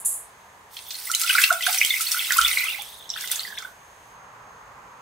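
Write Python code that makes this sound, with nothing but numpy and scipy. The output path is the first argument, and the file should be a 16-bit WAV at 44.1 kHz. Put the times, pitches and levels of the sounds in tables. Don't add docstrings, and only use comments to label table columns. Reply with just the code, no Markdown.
import sys
import numpy as np
from scipy import signal
from scipy.fft import rfft, irfft, next_fast_len
from scipy.io import wavfile

SR = 44100
rng = np.random.default_rng(int(sys.argv[2]) if len(sys.argv) > 2 else 0)


def dump_mix(stems):
    frames = np.atleast_2d(stems).T
    limited = np.clip(frames, -1, 1)
    pcm = np.round(limited * 32767).astype(np.int16)
    wavfile.write(sys.argv[1], SR, pcm)


N = 221107
TIME = np.arange(N) / SR
EDGE_HZ = 15750

# start_s, relative spatter level_db, relative gurgle level_db
FLOW = [(.68, -57, -65), (.74, -42, -55), (.84, -45.5, -53), (.92, -37.5, -38.5), (1.06, -34, -87),
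        (1.2, -29, -37), (1.32, -24, -20), (1.44, -23, -22), (1.58, -36, -39), (1.68, -25, -24),
        (1.85, -27.5, -35), (2.26, -28, -29.5), (2.34, -25.5, -24), (2.55, -26.5, -22.5),
        (2.72, -35, -26.5), (2.87, -43, -43), (3.09, -55, -45), (3.21, -35, -34), (3.37, -34.5, -35.5),
        (3.5, -44, -42.5), (3.66, -48, -49.5), (3.76, -50, -81)]
# frequency_hz, relative density_db
SPRAY_SPECTRUM = [(300, -48), (1000, -10.5), (1400, -4), (3000, 0.5), (5000, 1), (6100, 0), (6700, -4),
                  (7800, -0.5), (10000, -1), (12500, -1.5), (15500, -1)]
# start_s, mid-length pitch_hz, peak_db before panning, length_s
PLOPS = [(.7669, 3190, -27.5, 0.0049), (0.9096, 4270, -27, 0.0021), (0.943, 4240, -27, .0035),
         (0.9515, 4100, -28.5, 0.004), (1.073, 2030, -31.5, 0.0043), (1.0977, 1372, -21.5, 0.0097),
         (1.1384, 2985, -18.5, 0.0064), (1.147, 3970, -15, 0.0073), (1.218, 1323, -33, .012),
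         (1.2355, 1382, -24.5, 0.022), (1.277, 2580, -21.5, 0.0054), (1.2945, 2904, -15.5, 0.0084),
         (1.2969, 1526, -18, 0.0094), (1.3057, 2540, -12.5, 0.0051), (1.35, 1397, -12, 0.01),
         (1.382, 2187, -8.5, 0.0025), (1.3847, 1580, -8.5, 0.0046), (1.4354, 2660, -7, 0.0079),
         (1.5036, 1397, -8, 0.0092), (1.511, 693, -23.5, .019), (1.606, 1994, -27, 0.0069),
         (1.624, 2670, -22.5, 0.0048), (1.633, 3140, -20.5, 0.0081), (1.6668, 1490, -12.5, 0.0046),
         (1.676, 730, -25.5, 0.019), (1.6918, 826, -31.5, 0.015), (1.784, 5850, -14.5, 0.0052),
         (1.8136, 2272, -4.5, 0.0031), (1.847, 3180, -14, 0.0047), (1.9036, 3550, -13.5, 0.0064),
         (1.9039, 2118, -19, 0.012), (1.9371, 2090, -18, 0.0071), (1.9646, 2220, -20, 0.0054),
         (2.002, 1345, -27, 0.01), (2.066, 4350, -20, 0.0096), (2.1164, 5600, -13.5, 0.0035),
         (2.144, 1387, -20.5, 0.0065), (2.162, 1435, -28.5, 0.018), (2.193, 3310, -13.5, 0.0023),
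         (2.3062, 1760, -10, 0.0032), (2.313, 1432, -22.5, 0.022), (2.3627, 1116, -23.5, 0.011),
         (2.385, 1373, -6.5, 0.011), (2.42, 3070, -17, 0.0052), (2.4471, 3440, -8.5, 0.0053),
         (2.4834, 2140, -20.5, 0.0068), (2.512, 2100, -19.5, 0.0042), (2.5715, 2150, -12.5, 0.0047),
         (2.5841, 4000, -18, 0.0056), (2.631, 2070, -24, 0.016), (2.682, 2695, -18.5, 0.0088),
         (2.7073, 2780, -25, 0.0059), (2.787, 820, -35.5, 0.014), (3.1017, 5450, -15, 0.0024),
         (3.1385, 3550, -23, 0.0029), (3.161, 1560, -26.5, 0.003), (3.1815, 1550, -30, 0.0046),
         (3.239, 2000, -30.5, 0.0054), (3.32, 3480, -20.5, 0.0039), (3.3938, 4120, -17.5, 0.0027),
         (3.433, 4600, -26.5, 0.0037), (3.471, 4700, -30, .003), (3.5756, 2030, -30.5, 0.0028),
         (3.5803, 3420, -22, 0.0042), (3.623, 1340, -31.5, 0.0056), (3.6472, 1493, -29, 0.0089)]
# frequency_hz, relative gain_db
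POOL_GAIN = [(900, -36.5), (1130, -4), (1300, -1.5), (1450, -4), (1750, -21), (2100, 4.5), (2450, 6),
             (2700, 2), (3000, 2), (3450, 9), (3900, 0), (6000, 10)]


def amp(db):
    return 10 ** (np.asarray(db) / 20)


def unit(x):
    return x / np.sqrt(np.mean(x ** 2) + 1e-20)


def curve(rows, axis=1):
    rows = np.asarray(rows)
    return np.interp(TIME, rows[:, 0], rows[:, axis])


def read(points, hz):
    table_hz, value = np.transpose(points)
    return np.interp(np.log(hz + 1), np.log(table_hz + 1), value)


def colour(x, points):
    size = next_fast_len(N, real=True)
    gain = unit(amp(read(points, np.fft.rfftfreq(size, 1 / SR))))
    return irfft(rfft(x, size) * gain, size)[..., :N]


def sides(balance_db):
    return amp(np.array([[balance_db], [-balance_db]]) / 2)


def partly_alike(a, b, likeness):
    same = np.clip(likeness, -1, 1)
    return np.array([a, same * a + np.sqrt(1 - same ** 2) * b])


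def add(mix, start_s, sound):
    part = mix[:, max(round(start_s * SR), 0):][:, :sound.shape[-1]]
    part += sound[..., :part.shape[1]]


def crackle(per_s, spread_db, decay_s):
    hit = rng.random(N) < per_s / SR
    size = amp(spread_db * np.minimum(rng.exponential(1, N), 3.5)) * hit
    power = signal.lfilter([1], [1, -np.exp(-2 / (decay_s * SR))], size ** 2)
    return unit(np.sqrt(power) * rng.standard_normal(N))


def blip(hz, length_s, lag_s, rise=0.082, swell=1.0, fade=0.79):
    u = np.linspace(0, 1, max(int(length_s * SR), 16))
    shape = u ** abs(swell) * (1 - u) ** abs(fade)
    climb = rise * (u * u - u) / 2
    seconds = length_s * (u + climb) + np.array([[0], [lag_s]])
    return shape / shape.max() * np.sin(2 * np.pi * hz * seconds)


def sugar(side=0.7, balance_db=-2.0, spread_db=0.0):
    # frequency_hz, relative density_db
    grain_spectrum = [(2000, -41), (5900, -35), (6300, -22.5), (7000, -13.5), (8200, -7.5), (8700, -11),
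                      (9400, -4.5), (11500, -9.5), (13000, -19), (15000, -26)]
    # start_s, level_db, fade_s (time to fall by fade_db)
    slides = [(0, -37, 0.079), (0.048, -24, 0.28), (0.056, -17, 0.03)]
    rise_s, fade_db, bend = 0.0018, -49.5, 1.63
    middle, left, right = (crackle(per_s=7000, spread_db=spread_db, decay_s=.0005) for _ in range(3))
    grains = unit(middle + side * np.array([left, right]))
    power = np.zeros(N)
    for start_s, level_db, fade_s in slides:
        t = np.maximum(TIME - start_s, 0)
        fall_db = fade_db * np.minimum(t / fade_s, 2) ** bend
        power += (np.minimum(t / rise_s, 1) * amp(level_db + fall_db)) ** 2
    return colour(grains, grain_spectrum) * np.sqrt(power) * sides(balance_db)


def kitchen(x, wet_db=-7.0, echo_db=-2.5, build_s=0.0017):
    # frequency_hz, t60_s
    decay_times = [(300, 0.34), (1400, 0.29), (4000, 0.18), (9000, 0.28), (16000, 0.031)]
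    # frequency_hz, left-right likeness
    tail_likeness = [(300, 0.024), (700, 0.84), (1400, 0.38), (2800, 0), (16000, 0.92)]
    # delay_s, relative left gain, relative right gain
    early_echoes = [(.0014, -0.028, 0.16), (.0031, 0.45, -0.077), (.0046, 0.046, 0.33), (.0085, 0.32, 0.26),
                    (.016, .12, .1), (0.0234, -0.037, -0.016)]
    hz, t, (a, b) = signal.stft(rng.standard_normal((2, SR // 2)), SR, nperseg=256)
    spectrogram = partly_alike(a, b, read(tail_likeness, hz)[:, None])
    decay = np.exp(-np.log(1000) * t / read(decay_times, hz)[:, None])
    build = 1 - np.exp(-t / build_s)
    tail = signal.istft(spectrogram * decay * build, SR, nperseg=256)[1]
    response = tail / np.linalg.norm(tail[0]) * amp(wet_db)
    for delay_s, left, right in early_echoes:
        add(response, delay_s, amp(echo_db) * np.array([[left], [right]]))
    return signal.fftconvolve(x, response, axes=1)[:, :N]


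def air(spectrum, gain):
    # frequency_hz, left-right likeness
    air_likeness = [(60, 1), (180, 1), (550, 0.84), (1650, 0.04), (4970, 0.16), (15000, 1)]
    a, b = rfft(rng.standard_normal((2, N)))
    pair = irfft(partly_alike(a, b, read(air_likeness, np.fft.rfftfreq(N, 1 / SR))), N)
    return colour(pair, spectrum) * gain


def whine(drift_rad=.2):
    # tone_hz, nominal rms_db, waver (relative level deviation)
    tones = [(56.3, -77, 0.6), (112, -80, .5), (195, -76.5, 1), (6420, -66, 0.4), (7200, -74.5, .1)]
    knots_s = np.linspace(0, N / SR, 40)
    out = np.zeros(N)
    for hz, rms_db, waver in tones:
        size, phase = (np.interp(TIME, knots_s, row) for row in rng.standard_normal((2, len(knots_s))))
        level = np.sqrt(2) * amp(rms_db) * (1 + waver * size)
        out += level * np.sin(2 * np.pi * hz * TIME + drift_rad * phase)
    return out


def background(early_balance_db=-1.0, late_balance_db=-1.5):
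    # frequency_hz, relative density_db
    early_spectrum = [(15, -49), (25, -14), (91, -4), (204, -10.5), (297, -12), (399, -8.5), (433, -4),
                      (523, -6), (1020, 2.5), (1450, -6.5), (1620, -2.5), (2560, -11.5), (5280, -20.5),
                      (6550, -17), (15500, -28)]
    # frequency_hz, relative density_db
    late_spectrum = [(15, -57), (25, -27), (43, -9.5), (82, -14), (113, -8), (368, -19), (421, -11),
                     (666, -10), (1020, -0.5), (2010, -13), (3340, -24.5), (6050, -30), (6550, -27),
                     (10100, -35.5), (15500, -39)]
    early_db, late_db, change_s, crossfade_s = -49, -46, 4.13, 0.093
    max_dip_db, dip_s, dip_width_s = -6, 1.58, 0.8
    late = np.clip((TIME - change_s) / crossfade_s + .5, 0, 1)
    dip_db = max_dip_db * np.exp(-((TIME - dip_s) / dip_width_s) ** 2)
    before = air(early_spectrum, amp(early_db + dip_db) * np.sqrt(1 - late))
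    after = air(late_spectrum, amp(late_db) * np.sqrt(late))
    return (before + whine()) * sides(early_balance_db) + after * sides(late_balance_db)


def flowing():
    return np.interp(TIME, [.68, .73, 3.64, 3.76], [0, 1, 1, 0])


def flow_db():
    # start_s, extra level_db at the swell's peak
    gushes = [(1.2, 6.5), (1.739, 6.5), (2.0, 2), (2.109, 7.5), (3.31, 11)]
    gush_rise_s = 0.0085
    level_db = curve(FLOW)
    for start_s, extra_db in gushes:
        u = np.maximum(TIME - start_s, 0) / gush_rise_s
        level_db = level_db + extra_db * u * np.exp(1 - u)
    return level_db


def spatter(level_db=-5.5, spread=0.16):
    middle, left, right = (crackle(per_s=1000, spread_db=2.0, decay_s=0.0017) for _ in range(3))
    spray = colour(unit(middle + spread * np.array([left, right])), SPRAY_SPECTRUM)
    return spray * amp(flow_db() + level_db) * flowing() * sides(0.2)


def fizz(level_db=-5.0, per_s=3200, size_db=5.0, cycles=17, low_hz=3800, scatter_db=8.0,
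         phase_spread_rad=0.23, count=120):
    out = np.zeros((2, N + SR // 10))
    for hz in np.geomspace(low_hz, EDGE_HZ, count):
        life, place, spot = np.clip(rng.standard_normal(3), -2, 2)
        lag_s = phase_spread_rad * spot / (2 * np.pi * hz)
        ring = blip(hz, cycles / hz * np.exp(0.9 * life), lag_s, swell=0.21, fade=0.46)
        ring = ring * sides(scatter_db * place - 5.0)
        when, chance, strength = rng.random(size=(3, 300))
        born = chance * len(chance) < per_s / count * N / SR
        starts = (when[born] * N).astype(int)
        size = amp(size_db * np.minimum(-np.log(strength[born]), 3.5)) * np.sqrt(hz / low_hz)
        for start, gain in zip(starts, size):
            out[:, start:start + ring.shape[1]] += gain * ring
    bright = out[:, :N] - 1.04 * np.roll(out[:, :N], 1, axis=1)
    return unit(colour(bright, SPRAY_SPECTRUM)) * amp(flow_db() + level_db) * flowing()


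def froth(level_db=-5.0, size_db=7.5, cycles=14, scatter_db=14.0, lag_s=.00003, count=2600):
    thin_db, thin_hz, thin_spread_oct = -42, 3521, .12
    deepen_oct_per_db, widen_oct_per_db = .034, .022
    broken_s, broken_share = 3.1, .35
    out, gurgle_db = np.zeros((2, N)), curve(FLOW, axis=2)
    times_s = np.linspace(FLOW[0][0], FLOW[-1][0], count)
    draws = np.clip(rng.standard_normal((count, 6)), -2, 2)
    for s, (late, tone, size, life, place, spot) in zip(times_s, draws):
        force_db = max(gurgle_db[int(s * SR)] - thin_db, 0)
        deeper_oct = deepen_oct_per_db * force_db * (broken_share if s > broken_s else 1)
        spread_oct = thin_spread_oct + widen_oct_per_db * force_db
        hz = thin_hz * 2 ** (spread_oct * tone - deeper_oct)
        length_s = cycles / hz * np.exp(0.26 * life)
        gain = amp(size_db * size + read(POOL_GAIN, hz)) / np.sqrt(length_s)
        pan = unit(sides(scatter_db * place - 2.5))
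        add(out, s + .006 * late, blip(hz, length_s, lag_s * spot, swell=0.63) * gain * pan)
    out = unit(out) * np.sqrt((times_s[-1] - times_s[0]) * SR / N)
    return out * amp(gurgle_db + level_db) * flowing()


def shed(cycles=15, size_db=1.0, scatter_db=4.5, lag_s=.00003, count=5):
    shed_db, shift_oct, spread_oct, late_s, spread_s = -16, 0.12, 0.333, .008, .013
    out = np.zeros((2, N))
    draws = np.clip(rng.standard_normal((len(PLOPS), count, 5)), -2, 2)
    for (s, parent_hz, peak_db, _), cluster in zip(PLOPS, draws):
        for late, tone, size, place, spot in cluster:
            hz = parent_hz * 2 ** (shift_oct + spread_oct * tone)
            gain = amp(peak_db + shed_db + size_db * size + min(read(POOL_GAIN, hz), 0))
            bubble = blip(hz, cycles / hz, lag_s * spot) * gain
            add(out, s + late_s + spread_s * late, bubble * sides(scatter_db * place + 0.5))
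    return out


def bubbles(level_db=0.0, lag_s=.00002, lean_db_per_oct=-1.4, centred_hz=1350, scatter_db=1.8):
    out = np.zeros((2, N))
    draws = rng.standard_normal((len(PLOPS), 2))
    for (s, hz, peak_db, length_s), (spot, place) in zip(PLOPS, draws):
        balance_db = lean_db_per_oct * np.log2(hz / centred_hz) + scatter_db * place
        add(out, s, blip(hz, length_s, lag_s * spot) * amp(peak_db + level_db) * sides(balance_db))
    return out


def splats(level_db=-0.5, apart=1.0, octaves=0.69, lowest_hz=1250, balance_db=-2.5, scatter_db=0.0):
    # start_s, relative initial level_db, spectral peak_hz, decay_s
    drops = [(.7673, -32, 3180, 0.0042), (0.79, -33, 3550, 0.0028), (0.9066, -25.5, 4380, 0.0038),
             (.922, -34, 5100, .0025), (0.9542, -27, 4500, .002), (1.1156, -14.5, 7600, 0.0022),
             (1.149, -9, 6800, 0.0019), (1.1968, -20.5, 8650, 0.0056), (1.215, -15, 7240, 0.0048),
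             (1.234, -21, 4300, .0057), (1.2936, -16, 2900, 0.0039), (1.417, -13, 8100, 0.0052),
             (1.4392, -8, 2940, 0.0032), (1.5268, -16, 7300, 0.0028), (1.6237, -22.5, 3870, .003),
             (1.665, -17.5, 3670, 0.0039), (1.7273, -19.5, 6960, 0.0075), (1.766, -28, 10700, .003),
             (1.8492, -6, 7020, 0.00096), (1.8615, -17.5, 8200, 0.004), (2.0087, -18, 8600, .005),
             (2.017, -21, 9200, 0.01), (2.117, -20, 5600, .004), (2.3216, -14, 6850, 0.0027),
             (2.3708, -15, 9100, 0.0032), (2.3817, -13.5, 6600, 0.004), (2.414, -11, 4280, 0.0015),
             (2.4825, -11.5, 4040, .0014), (2.642, -16, 9900, 0.00096), (2.8203, -24, 12400, 0.0026),
             (3.1155, -39, 5100, 0.0037), (3.2096, -21.5, 6700, 0.002), (3.2746, -25.5, 5600, 0.0035),
             (3.3152, -11.5, 9700, 0.0027), (3.358, -21, 7140, .0034), (3.405, -26, 4070, .003),
             (3.587, -26.5, 4730, 0.0014), (3.6224, -34, 5100, .0024)]
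    out, t = np.zeros((2, N)), np.arange(2048) / SR
    hz = np.fft.rfftfreq(len(t), 1 / SR) + 1
    for s, drop_db, peak_hz, decay_s in drops:
        noise, place = rng.standard_normal((3, len(t))), rng.standard_normal()
        hump = 1 / (1 + (np.log2(hz / peak_hz) / octaves) ** 2)
        slap = unit(irfft(rfft(noise[0] + apart * noise[1:]) * hump))
        pan = sides(balance_db + scatter_db * place)
        add(out, s, slap * np.exp(-t / decay_s) * amp(drop_db + level_db) * pan)
    no_bass = signal.butter(4, lowest_hz, "high", fs=SR, output="sos")
    return signal.sosfilt(no_bass, out)


def pan_ring(x):
    # mode_hz, t60_s, relative gain_db
    air_modes = [(660, 0.17, 4), (752, 0.14, -4.5), (1240, 0.14, -17.5), (1453, 0.23, -10),
                 (2019, 0.037, 1.5), (2540, .08, -13.5), (2640, .08, -24.5), (3470, 0.1, -8)]
    t = np.arange(SR // 3) / SR
    response = np.zeros(len(t))
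    for hz, t60_s, gain_db in air_modes:
        decay_per_s = np.log(1000) / t60_s
        gain = amp(gain_db) * 2 * decay_per_s / SR
        response += gain * np.exp(-decay_per_s * t) * np.cos(2 * np.pi * hz * t)
    return signal.fftconvolve(x.mean(0), response)[:N]


def knock(start_s=1.8493, peak_db=-20.0, decay_s=0.00013):
    t = TIME - start_s
    return amp(peak_db) * (t >= 0) * np.exp(-abs(t) / decay_s)


def thud(start_s=2.375):
    # pitch_hz, peak_db, rise_s
    boom = (51, -43.5, 0.056)
    hz, peak_db, rise_s = boom
    u = np.maximum(TIME - start_s, 0) / rise_s
    return amp(peak_db) * (u * np.exp(1 - u)) ** 2 * np.sin(2 * np.pi * hz * TIME)


def dribbles(cycles=11, size_db=4.0, balance_db=-4.0, scatter_db=5.0, lag_s=.00003, count=18):
    first_s, last_s = 3.17, 3.64
    centre_hz, spread_oct, level_db = 1696, 0.22, -36.5
    out = np.zeros((2, N))
    draws = np.clip(rng.standard_normal((count, 5)), -2, 2)
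    for s, (late, tone, size, place, spot) in zip(np.linspace(first_s, last_s, count), draws):
        hz = centre_hz * 2 ** (spread_oct * tone)
        plink = blip(hz, cycles / hz, lag_s * spot) * amp(level_db + size_db * size)
        add(out, s + 0.013 * late, plink * sides(balance_db + scatter_db * place))
    return out


def scene():
    water = spatter() + fizz() + splats() + froth() + bubbles() + shed() + dribbles()
    near = water + pan_ring(water) + sugar()
    return near + kitchen(near) + thud() + knock() + background()


def record(dry):
    lowpass = signal.firwin(301, EDGE_HZ, window=("kaiser", 8), fs=SR)
    return signal.oaconvolve(np.clip(dry, -1, 1), lowpass[None], "same")


dry = scene()
out = record(dry)
dump_mix(out)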